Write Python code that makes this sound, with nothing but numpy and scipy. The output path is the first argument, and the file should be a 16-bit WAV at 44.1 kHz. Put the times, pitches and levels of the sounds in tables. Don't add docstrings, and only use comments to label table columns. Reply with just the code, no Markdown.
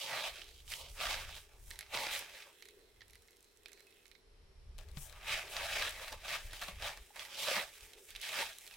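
import sys
import numpy as np
from scipy import signal
from scipy.fft import rfft, irfft
from scipy.io import wavfile
from scipy.ndimage import uniform_filter1d

SR = 44100
rng = np.random.default_rng(int(sys.argv[2]) if len(sys.argv) > 2 else 0)


def materialize(psi):
    bounded = np.clip(np.atleast_2d(psi).T, -1, 1)
    quanta = np.round(bounded * 32767).astype(np.int16)
    wavfile.write(sys.argv[1], SR, quanta)


def volts_from_db(level):
    exponent = np.asarray(level, float) / 20
    return 10 ** exponent


N = 386316
TIME = np.arange(N) / SR
MOMENTS = np.arange(0, N / SR + .002, .001)

# start_s, left_minus_right_db
HAND_PLACE = [(0.0, -2.5), (2.32, -1.5), (3.02, -2.5), (3.44, -1.5), (3.58, -3), (4.17, -6), (4.98, 7),
              (5.22, -0.5), (6.98, -0.5), (7.15, -2.5), (8.61, -1.5), (8.76, -2)]
# pitch_hz, density_db (per Hz)
DUST_COLOUR = [(3240, -55.5), (5500, -6.5), (8450, -1), (12800, -5.5), (15100, -8), (16000, -6)]


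def unit(x):
    return x / np.sqrt(np.mean(x ** 2))


def noise():
    return rng.standard_normal(N)


def stereo(likeness):
    middle = np.sqrt((1 + likeness) / 2) * noise()
    side = np.sqrt((1 - likeness) / 2) * noise()
    return middle + side * np.array([[1], [-1]])


def centred(x, likeness):
    middle = x.mean(axis=0)
    return middle + (1 - likeness) * (x - middle)


def sides(pan_db):
    return volts_from_db(np.array([pan_db, -pan_db]) / 2)


def curve(table):
    start_s, level_db = np.transpose(table)
    return np.interp(TIME, start_s, level_db)


def walk(rate):
    hold = int(SR / rate)
    steps = np.repeat(rng.standard_normal(N // hold + 1), hold)
    slewed = uniform_filter1d(uniform_filter1d(steps, hold), hold)[:N]
    return unit(np.tanh(unit(slewed)))


def colour(x, points, size=2048):
    hz, db = np.transpose(points)
    grid = np.maximum(np.arange(size // 2 + 1) * SR / size, 1)
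    log_gain = np.interp(np.log(grid), np.log(hz), db) * np.log(10) / 20
    cepstrum = irfft(log_gain)
    cepstrum[1:size // 2] *= 2
    cepstrum[size // 2 + 1:] = 0
    response = irfft(np.exp(rfft(cepstrum)))
    return signal.oaconvolve(x, np.atleast_2d(response), axes=1)[:, :N]


def ring(x, modes, patchy_db=0., rate=12):
    out = 0
    for k, (hz, width, db) in enumerate(modes):
        sway_db = patchy_db * walk(rate) if patchy_db else 0
        mode = signal.lfilter(*signal.iirpeak(hz, hz / width, SR), x)
        out = out + (-1) ** k * volts_from_db(db + sway_db) * mode
    return out


def flow(s, hold, db, swell):
    after = np.maximum(MOMENTS - s - hold, 0)
    fall_s = 0.043 + 0.37 * swell + 0.18 * hold
    settle_s, settle_db = 0.43, -18.5
    rise = volts_from_db(40 * np.minimum(MOMENTS - s, 0) / swell)
    main = volts_from_db(2 * db) * rise * volts_from_db(-40 * after / fall_s)
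    stragglers = volts_from_db(2 * (db + settle_db)) * rise * volts_from_db(-40 * after / settle_s)
    return main, stragglers, rise


def total(table):
    return sum(flow(*row)[0] for row in table)


def spread(power):
    return np.interp(TIME, MOMENTS, 10 * np.log10(power + 1e-14))


def yard():
    # pitch_hz, density_db (per Hz)
    hiss_colour = [(88, -27), (150, -8.5), (297, -8), (406, -6), (578, -8.5), (1190, -12.5), (5460, -16),
                   (6390, -25), (11300, -24), (16000, -26)]
    # pitch_hz, width_hz, level_db
    insect_bands = [(4140, 150, -92.5), (5480, 170, -85), (2300, 370, -91)]
    out = unit(colour(stereo(0.13), hiss_colour)) * volts_from_db(-72.5 + 1.1 * walk(5.9))
    for hz, width, db in insect_bands:
        band = unit(ring(stereo(0.13), [(hz, width, 0)]))
        out = out + band * volts_from_db(db + 2.3 * walk(3.6))
    return out


def breeze(crumbs_db):
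    # full_s, hold_s, level_db, swell_s
    gusts = [(0.29, .25, -62.5, .1), (0.69, 0.21, -54.5, 0.3), (1.077, 0.27, -53.5, 0.1),
             (1.622, .09, -54, 0.31), (1.9, 0.34, -67, .1), (2.975, 0.22, -64.5, .15),
             (4.427, 0.2, -56.5, 0.23), (4.679, 0.12, -52, 0.13), (4.844, 0.48, -53, .1),
             (5.553, .3, -53, 0.13), (5.95, 0.38, -57, .1), (6.455, 0.074, -52, 0.13),
             (6.735, 0.091, -51.5, 0.16), (6.978, .04, -55.5, .05), (7.2, .05, -70, .06),
             (7.59, .07, -65, .12), (7.83, .02, -64, .06), (8.12, 0.055, -62.5, .06), (8.45, .04, -67, .15)]
    # pitch_hz, density_db (per Hz)
    rumble_colour = [(12, -13.5), (30, 2), (48, -4), (70, -5), (231, -35), (259, -37), (300, -45),
                     (390, -99), (660, -120)]
    # full_s, hold_s, level_db, swell_s
    hums = [
        (0.402, 0.034, -66.5, 0.14),
        (2.724, 0.068, -64.5, 0.33),
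        (3.72, 0.053, -69.5, 0.17),
        (4.018, 0.026, -78, .1),
        (4.83, 0.15, -71, 0.069),
        (5.45, 0.11, -67.5, 0.21),
        (7.99, 0.022, -66, 0.3),
    ]
    calm_db, hum_rest_db, hum_share_db = -76.5 + 0.5, -76.5, -30
    gust_db = spread(volts_from_db(2 * calm_db) + total(gusts))
    rumble = unit(colour(stereo(0.95), rumble_colour, size=16384)) * volts_from_db(gust_db + 2.0 * walk(14))
    hollow = [(409, 123, 0)]
    driven = volts_from_db(2 * (crumbs_db + hum_share_db))
    hum_power = volts_from_db(2 * hum_rest_db) + driven + volts_from_db(2 * spread(total(hums)))
    hum = unit(ring(ring(stereo(0.89), hollow), hollow)) * np.sqrt(hum_power) * volts_from_db(1.15 * walk(18))
    return rumble + hum


def thuds():
    # start_s, peak_db, pitch_hz, t60_s
    knocks_and_rings = [(1.955, -53.5, 120, 0.23), (4.971, -42, 139.6, 0.12), (6.684, -53.5, 171, 0.13),
                        (7.569, -48.5, 203, 0.1), (8.361, -61, 132, 0.081), (7.105, -54.5, 820, 0.043),
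                        (3.872, -67, 2550, .15), (8.722, -60, 2540, 0.18), (5.82, -39, 1630, .08),
                        (7.484, -34.0, 570, 0.07), (7.514, -35.0, 530, 0.054)]
    t = np.arange(int(.3 * SR)) / SR
    out = np.zeros(N + len(t))
    for s, db, hz, t60 in knocks_and_rings:
        phase = 2 * np.pi * (hz * t + 0.21 * (1 - np.exp(-t / 0.018)))
        envelope = (1 - np.exp(-t / 0.00057)) * 1000. ** (-t / t60)
        i = int(s * SR)
        out[i:i + len(t)] += volts_from_db(db + 3.5) * np.sin(phase) * envelope
    return out[:N]


def echo(x, t60, db):
    t = np.arange(int(.25 * SR)) / SR
    tail = rng.standard_normal((2, len(t))) * 1000. ** (-t / t60) * (t > .002)
    tail = tail - 0.52 * signal.lfilter([.15], [1, -.85], tail - tail.mean(axis=0))
    tail = tail / np.sqrt(np.sum(tail[0] ** 2))
    return x + volts_from_db(db) * signal.oaconvolve(x, tail, axes=1)[:, :N]


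def grains(rate, scatter_db, spread_db, lag_s, hiss_db):
    at = np.nonzero(rng.random(N - 64) < rate / SR)[0] + 32
    size_db = scatter_db * np.minimum(rng.exponential(size=len(at)), 5)
    size = volts_from_db(size_db) * rng.choice([-1, 1], len(at))
    place = rng.standard_normal(len(at))
    lag = np.clip(np.round(place * lag_s * SR), -30, 30).astype(int)
    out = np.zeros((2, N))
    out[0, at] = size * volts_from_db(spread_db * place / 2)
    np.add.at(out[1], at + lag, size * volts_from_db(-spread_db * place / 2))
    return unit(out) + volts_from_db(hiss_db) * stereo(0.66)


def trickle():
    # start_s, rattle_db
    drip = [
        (2.45, -71),
        (2.6, -64.5),
        (2.8, -70),
        (3.07, -76),
        (3.18, -71),
        (3.58, -71.5),
        (3.81, -68.5),
        (4.05, -70),
        (4.2, -76),
        (4.4, -87),
    ]
    # pitch_hz, width_hz, level_db
    bare_modes = [(1670, 500, -9), (2100, 100, -1.5), (2550, 110, -3.5), (3300, 490, -7.5), (4100, 330, -4)]
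    db = curve(drip)
    on = (TIME > drip[0][0]) & (TIME < 4.78)
    hits = grains(rate=400, scatter_db=2.6, spread_db=2.5, lag_s=.00005, hiss_db=-1.5)
    rung = ring(ring(hits, bare_modes, patchy_db=3.0, rate=16), [(2800, 3500, 0)])
    bare = unit(rung) * volts_from_db(db - 3)
    dust = unit(colour(hits, DUST_COLOUR)) * volts_from_db(db - 4.5)
    return on * sides(-4.0)[:, None] * (bare + dust)


def ticks():
    # start_s, peak_db, ring_hz, bright_edge_db
    lumps = [(0.7013, -47, 2060, 5), (0.9892, -37, 1840, -26), (1.1816, -36, 2150, -38),
             (1.9437, -23, 2480, -38), (1.9497, -23, 2300, -37), (1.9734, -21, 2180, -38),
             (2.0678, -23.5, 2500, -45), (4.7873, -39, 2860, -10.5), (4.9719, -39, 1730, -42),
             (5.2125, -40, 1840, -28), (6.1268, -30, 1670, -15), (6.5328, -31.5, 1820, -7.5),
             (6.615, -30, 1820, -12), (6.6839, -32, 2230, -37), (6.8234, -27, 2390, -40),
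             (6.9736, -37, 1700, -11), (7.1597, -38.5, 2230, -9), (7.4855, -21.5, 2580, -29)]
    # start_s, peak_db, ring_hz, bright_edge_db
    lone_crumbs = [(0.4176, -33, 3180, -77), (0.6787, -38, 3170, -21), (0.7196, -27, 2260, -14),
                   (0.7374, -24, 3300, -15), (1.7063, -36, 2080, -6), (1.7117, -29, 2040, -34),
                   (1.7902, -29, 1910, -6.5), (1.809, -30, 2170, -12), (2.4229, -35.5, 2120, -28),
                   (4.887, -54.5, 4470, -6), (4.915, -56, 4330, -5), (5.0967, -45, 4100, -6),
                   (5.1263, -39, 1804, -14), (0.5786, -52, 3880, -4), (4.066, -60, 4000, 2),
                   (4.08, -61, 4000, 2), (5.567, -19, 2300, -49), (5.8234, -19, 1630, -43),
                   (6.081, -31.5, 1740, -13), (7.1945, -27, 3400, -23), (7.9339, -42, 3080, -7),
                   (8.0884, -53, 2100, -10), (8.1052, -39, 3340, -4), (8.1606, -29.5, 3860, -19),
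                   (8.215, -35, 3860, -3), (8.2417, -29, 1890, -30), (8.585, -38.5, 3870, -2),
                   (8.6658, -39.5, 2430, -8), (8.6765, -36.5, 3300, -7.5), (8.7113, -36.5, 2970, -22),
                   (8.739, -40, 2550, -13)]
    # start_s, peak_db, ring_hz, bright_edge_db
    drops = [(1.735, -40, 1910, -30), (1.7574, -40, 2050, -14), (1.828, -39, 2150, -26),
             (1.864, -43, 2130, -26), (2.6241, -35, 2280, -13), (2.655, -40.5, 2180, -11),
             (2.687, -40.5, 2230, -10.5), (3.0076, -41.5, 2040, -45), (3.018, -38, 1870, -47),
             (3.0813, -53, 1810, -2), (3.0984, -49, 2250, -10), (3.1332, -45, 2200, -8),
             (3.155, -46, 2020, -6), (3.2836, -48, 2050, -16), (3.4065, -59.5, 3740, 3),
             (3.4441, -52, 6460, -6), (3.6588, -34, 2500, -17), (3.6833, -44.5, 1670, -9),
             (3.6934, -53, 1960, -12), (3.7187, -46, 2110, -7), (3.7315, -45, 2090, -5),
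             (3.7754, -49, 2250, -20), (3.795, -51, 2170, -10), (3.8054, -49, 2250, -7),
             (3.869, -53, 2530, -5), (3.925, -54, 2480, -16), (4.0563, -47, 2260, -16),
             (4.1145, -46, 2220, -15), (4.152, -48, 2180, -27)]
    # start_s, peak_db, ring_hz, bright_edge_db
    flecks = [(0.3406, -46, 3300, -8), (0.358, -51, 4000, 0), (0.3661, -46, 3110, -8),
              (0.443, -45, 4000, -8), (0.483, -47, 3000, -12), (0.49, -42.5, 3970, -13),
              (0.5117, -46, 2020, -13.5), (0.6035, -47.5, 3850, -14), (1.6796, -60, 2300, 4),
              (2.192, -41, 4500, 6), (2.246, -40, 2400, -20), (3.1072, -58, 4000, 5),
              (3.148, -54, 3000, -6), (3.222, -61, 4000, 4), (3.2763, -60, 4000, 2), (3.3078, -62, 4500, 7),
              (3.3626, -64, 4680, 2), (3.3686, -59, 4270, 0), (3.4275, -59, 5970, 4),
              (3.5726, -60, 3860, 4), (3.6335, -60, 3880, 2), (3.9064, -57, 2520, -4),
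              (3.9413, -61, 2550, -2), (4.7817, -45.5, 4100, -3.5), (5.0408, -50.5, 3100, -5),
              (5.894, -41, 4500, 6), (5.908, -43, 4500, 3), (6.5104, -43, 4140, -10),
              (6.5947, -36, 3300, -14), (6.636, -35, 4500, -8), (7.212, -41, 2500, -10),
              (7.251, -33.5, 2000, -12), (7.6902, -43, 1810, -19), (7.808, -43.5, 2740, -7),
              (8.151, -33, 2600, -20), (8.164, -35, 3900, -7), (8.199, -45, 2060, -4),
              (8.5316, -42, 3910, -10), (8.639, -51, 2580, -11)]
    # start_s, peak_db, ring_hz, bright_edge_db
    more_lumps = [(1.0036, -34, 2470, -25), (1.988, -29, 2200, -25), (2.034, -25, 2500, -25),
                  (2.0892, -31, 2870, -20), (2.129, -29.5, 2600, -20), (2.173, -40, 3000, -18),
                  (2.224, -34.5, 1600, -25), (5.2816, -31, 2360, -22), (5.5376, -34, 2230, -18),
                  (6.242, -43, 1640, -23), (6.2819, -29, 2520, -22), (7.4815, -28, 3000, -25),
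                  (7.582, -28, 2200, -25), (8.3716, -29, 1950, -22)]
    kinds = (lumps, -15.5), (lone_crumbs, -34), (drops, -30), (flecks, -30), (more_lumps, -15.5)
    events = [(*row, wall_db) for rows, wall_db in kinds for row in rows]
    pan_db = 2.63 * curve(HAND_PLACE)
    t = np.arange(int(0.029 * SR)) / SR
    bright = signal.butter(2, (4500, 12500), "band", fs=SR)
    small = signal.butter(4, (1500, 6040), "band", fs=SR)
    out = np.zeros((2, N + len(t)))
    for s, db, hz, edge_db, wall_db in events:
        bounce_chance, wall_chance = rng.random(2)
        grit = rng.standard_normal((3, len(t)))
        near = grit[2] + .5 * grit[:2]
        click = t == 0
        late = np.maximum(t - .0015 - 0.00095 * bounce_chance, 0)
        note = .7 * np.sin(2 * np.pi * hz * t) * np.exp(-t / .0008)
        bounce = 0.3 * np.sin(2 * np.pi * hz * late) * np.exp(-late / 0.0016)
        snap = ring(.6 * near + 8 * click, [(3600, 4000, -1)]) * np.exp(-t / .0009)
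        rattle_db = 2 - .45 * max(db + 39, 0)
        rattle = ring(near, [(hz, 220, -1), (4100, 450, -5)]) * np.exp(-t / 0.0089) * volts_from_db(rattle_db)
        edge = signal.lfilter(*bright, near) * np.exp(-t / .0014) * volts_from_db(edge_db + 5.5)
        wall = ring(0.6 * grit[2] + 5.4 * click, [(600 + 400 * wall_chance, 600, 0)])
        wall = wall * np.exp(-t / 0.0077) * volts_from_db(wall_db + 17.0)
        body = signal.lfilter(*small, note + bounce + snap + rattle)
        i = int(s * SR)
        out[:, i:i + len(t)] += volts_from_db(db - 3.0) * sides(pan_db[i])[:, None] * (body + edge + wall)
    return out[:, :N]


def handfuls():
    # full_s, hold_s, rattle_db, swell_s, wall_share_db
    first_leg = [(0.03, 0.047, -45.5, 0.21, -9), (0.133, 0.071, -39, 0.087, -3),
                 (0.237, 0.037, -41.5, .04, -7.5), (0.386, 0.019, -51, 0.18, -12.5),
                 (0.727, .003, -43.5, 0.043, -14), (0.78, 0.08, -54.5, 0.073, -5),
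                 (1.005, 0.11, -40.5, 0.045, -6), (1.088, 0.12, -43, 0.041, -8),
                 (1.291, 0.091, -53.5, 0.05, -8.5), (1.72, .03, -67, 0.069, -1),
                 (1.81, 0.017, -60, 0.24, -6.5), (1.938, 0.1, -43, 0.034, -4),
                 (2.099, 0.074, -41, 0.17, -10), (2.268, 0.13, -55.5, .1, -10),
                 (2.378, 0.013, -53.5, 0.078, -20), (2.46, 0.035, -66, .1, -1.5),
                 (1.505, 0.053, -72, 0.028, 3.5)]
    # full_s, hold_s, rattle_db, swell_s, wall_share_db
    second_leg = [(4.786, 0.039, -63.5, 0.01, -1.5), (4.978, 0.082, -67, 0.12, -8),
                  (5.304, 0.053, -36.5, 0.069, -12.5), (5.413, 0.037, -50.5, 0.46, -1.5),
                  (5.555, 0.093, -43, 0.087, -6), (5.744, 0.11, -37.5, 0.26, -9),
                  (5.999, 0.044, -48.5, 0.065, -5), (6.083, .003, -45, 0.03, -6.5),
                  (6.123, 0.0027, -46.5, 0.0075, -0.5), (6.247, 0.022, -52.5, 0.023, -4),
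                  (6.291, 0.062, -41, 0.08, -8.5), (6.54, 0.15, -52, 0.22, -10),
                  (6.62, .003, -44.5, 0.018, -4), (6.683, 0.0034, -45.5, 0.02, -1),
                  (6.828, .04, -40.5, 0.039, -6), (6.879, 0.052, -48, 0.035, -4),
                  (7.167, .06, -50.5, 0.034, -7.5), (7.293, .04, -54, 0.099, -7),
                  (7.419, 0.05, -39.5, 0.13, -13), (7.484, 0.11, -37, 0.057, -6.5),
                  (7.764, 0.23, -63.5, 0.07, -10.5), (8.093, 0.023, -59, 0.037, -19.5),
                  (8.157, 0.0024, -55, 0.014, -28), (8.232, 0.053, -43.5, 0.037, -18),
                  (8.375, 0.044, -37, 0.16, -8), (8.494, .03, -58.5, 0.13, -18),
                  (8.75, .02, -60, 0.29, -8.5)]
    # full_s, hold_s, level_db, swell_s
    sifts = [(0.0, 0.043, -54.5, 0.091), (0.717, 0.073, -52, 0.093), (1.7, 0.016, -57.5, 0.23),
             (2.117, 0.065, -48, 0.03), (5, 0.056, -64.5, .1), (5.5, 0.035, -51.5, .015),
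             (2, 0.059, -66, 0.092), (1.02, 0.085, -55, 0.035), (1.95, .08, -54, .03), (5, .05, -50, 0.054),
             (5.72, .1, -58, 0.2), (6.55, .14, -58, .03), (7.5, 0.066, -51, .05), (8.22, 0.11, -56.5, .02),
             (8.38, 0.047, -50, 0.11), (6.42, 0.054, -60, 0.061), (7.0, 0.13, -64.5, .05),
             (8, .1, -63.5, .05), (6, 0.094, -60.5, .1), (3, 0.4, -76, .1), (0.9, .07, -59, .05),
             (1.35, 0.064, -59, .03), (8, 0.086, -62, .05), (0.5, .1, -67, .05),
             (7.177, 0.098, -59.5, 0.01), (7.408, 0.056, -47, 0.049), (7.5, 0.36, -60, 0.3),
             (8.5, 0.23, -59, 0.43)]
    # full_s, hold_s, level_db, swell_s
    grazes = [(0.017, .05, -46, .05), (0.156, 0.11, -46.5, 0.067), (0.387, .05, -59, .05),
              (0.49, .1, -65, .02), (0.709, .15, -53.5, 0.044), (1.3, 0.063, -59, .05),
              (1.025, 0.11, -49, .04), (1.963, .08, -49.5, .03), (2.124, 0.045, -49.5, 0.045),
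              (6.25, 0.074, -61, .02), (6.514, 0.062, -59.5, .02), (7.192, .05, -62, .03),
              (7.4, 0.058, -43, 0.095), (8.214, 0.055, -50, .02), (8.517, 0.031, -65, 0.044)]
    power = wall = early = 0
    for *shape, wall_db in first_leg + second_leg:
        main, rest, rise = flow(*shape)
        power = power + main + rest
        early = early + main * (1 - rise)
        wall = wall + (main * rise ** 0.096 + rest * volts_from_db(2 * -8)) * volts_from_db(2 * wall_db)
    db = spread(power)
    above_usual_db = np.maximum(db, -70) + 45
    sift = volts_from_db(2 * (spread(total(sifts)) - db))
    dust = volts_from_db(2 * (-10.5 - 0.4 * above_usual_db)) + sift
    early_share = volts_from_db(2 * (spread(early) - db))
    rim_db = -5.5 + 2 * sift / dust - 0.5 * early_share
    graze = volts_from_db(2 * (spread(total(grazes)) - db))
    rim_db = 10 * np.log10(volts_from_db(2 * rim_db) + graze)
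    return db, spread(wall) - db, 10 * np.log10(dust), rim_db


def shower(db, wall_db, dust_db, rim_db):
    # pitch_hz, width_hz, level_db
    bowl_modes = [(1695, 348, -1.5), (2080, 364, -0.5), (2640, 460, -1.5)]
    # pitch_hz, width_hz, level_db
    rim_modes = [(3020, 640, -2), (4030, 440, 1), (4370, 1130, -4)]
    # pitch_hz, width_hz, level_db
    wall_modes = [(566.6, 105, 2.5), (694, 200, 1), (881, 127, 2.5), (1180, 168, -1.5)]
    # pitch_hz, width_hz, level_db
    base_modes = [(126.6, 15, 4.5), (223, 160, -8)]
    clumps = volts_from_db(1.3 * walk(70))
    hits = grains(rate=2200, scatter_db=3.0, spread_db=1.5, lag_s=.00005, hiss_db=-1.0) * clumps
    fine = hits + unit(stereo(0.5)) * clumps * volts_from_db(np.clip(.4 * (db + 58), -8, 6))

    bowl = ring(centred(hits, 0.2), bowl_modes, patchy_db=1.6, rate=37)
    bowl = unit(ring(bowl, [(2100, 5900, 0)]))
    bowl = bowl * np.sqrt(np.clip(1 - volts_from_db(2 * rim_db), .1, 1))
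    rim = ring(hits, rim_modes, patchy_db=1.1, rate=37)
    rim = unit(ring(rim, [(4170, 3950, 0)])) * volts_from_db(rim_db + 1.33)
    wall = ring(centred(hits, 0.59), wall_modes, patchy_db=2.0, rate=30)
    wall = unit(ring(wall, [(680, 3000, 0)])) * volts_from_db(wall_db + 1.17)
    base = ring(centred(hits, 0.52), base_modes)
    base = unit(ring(base, [(157, 320, 0)])) * volts_from_db(wall_db - 19.5 + 1.5 * walk(12))
    dust = unit(colour(fine, DUST_COLOUR)) * volts_from_db(dust_db + 1.0)
    return volts_from_db(db - 1.42) * (sides(curve(HAND_PLACE)) * (bowl + rim + dust) + wall + base)


def scene():
    crumbs = handfuls()
    in_basin = shower(*crumbs) + trickle() + ticks()
    return echo(in_basin, t60=.18, db=-12.0) + thuds() + breeze(crumbs[0]) + yard()


def band_limit(x):
    return signal.sosfilt(signal.butter(12, 17000, fs=SR, output="sos"), x)


def low_pass(x, top_hz):
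    return signal.sosfiltfilt(signal.ellip(8, .1, 50, top_hz, fs=SR, output="sos"), x)


def record(dry):
    wide = low_pass(dry, 15850)
    narrow = low_pass(dry, 11900)
    quiet = uniform_filter1d(1. * (TIME > 4.21) * (TIME < 4.765), size=600)
    mix = wide + quiet * (narrow - wide)
    return band_limit(mix)


dry = scene()
out = record(dry)
materialize(out)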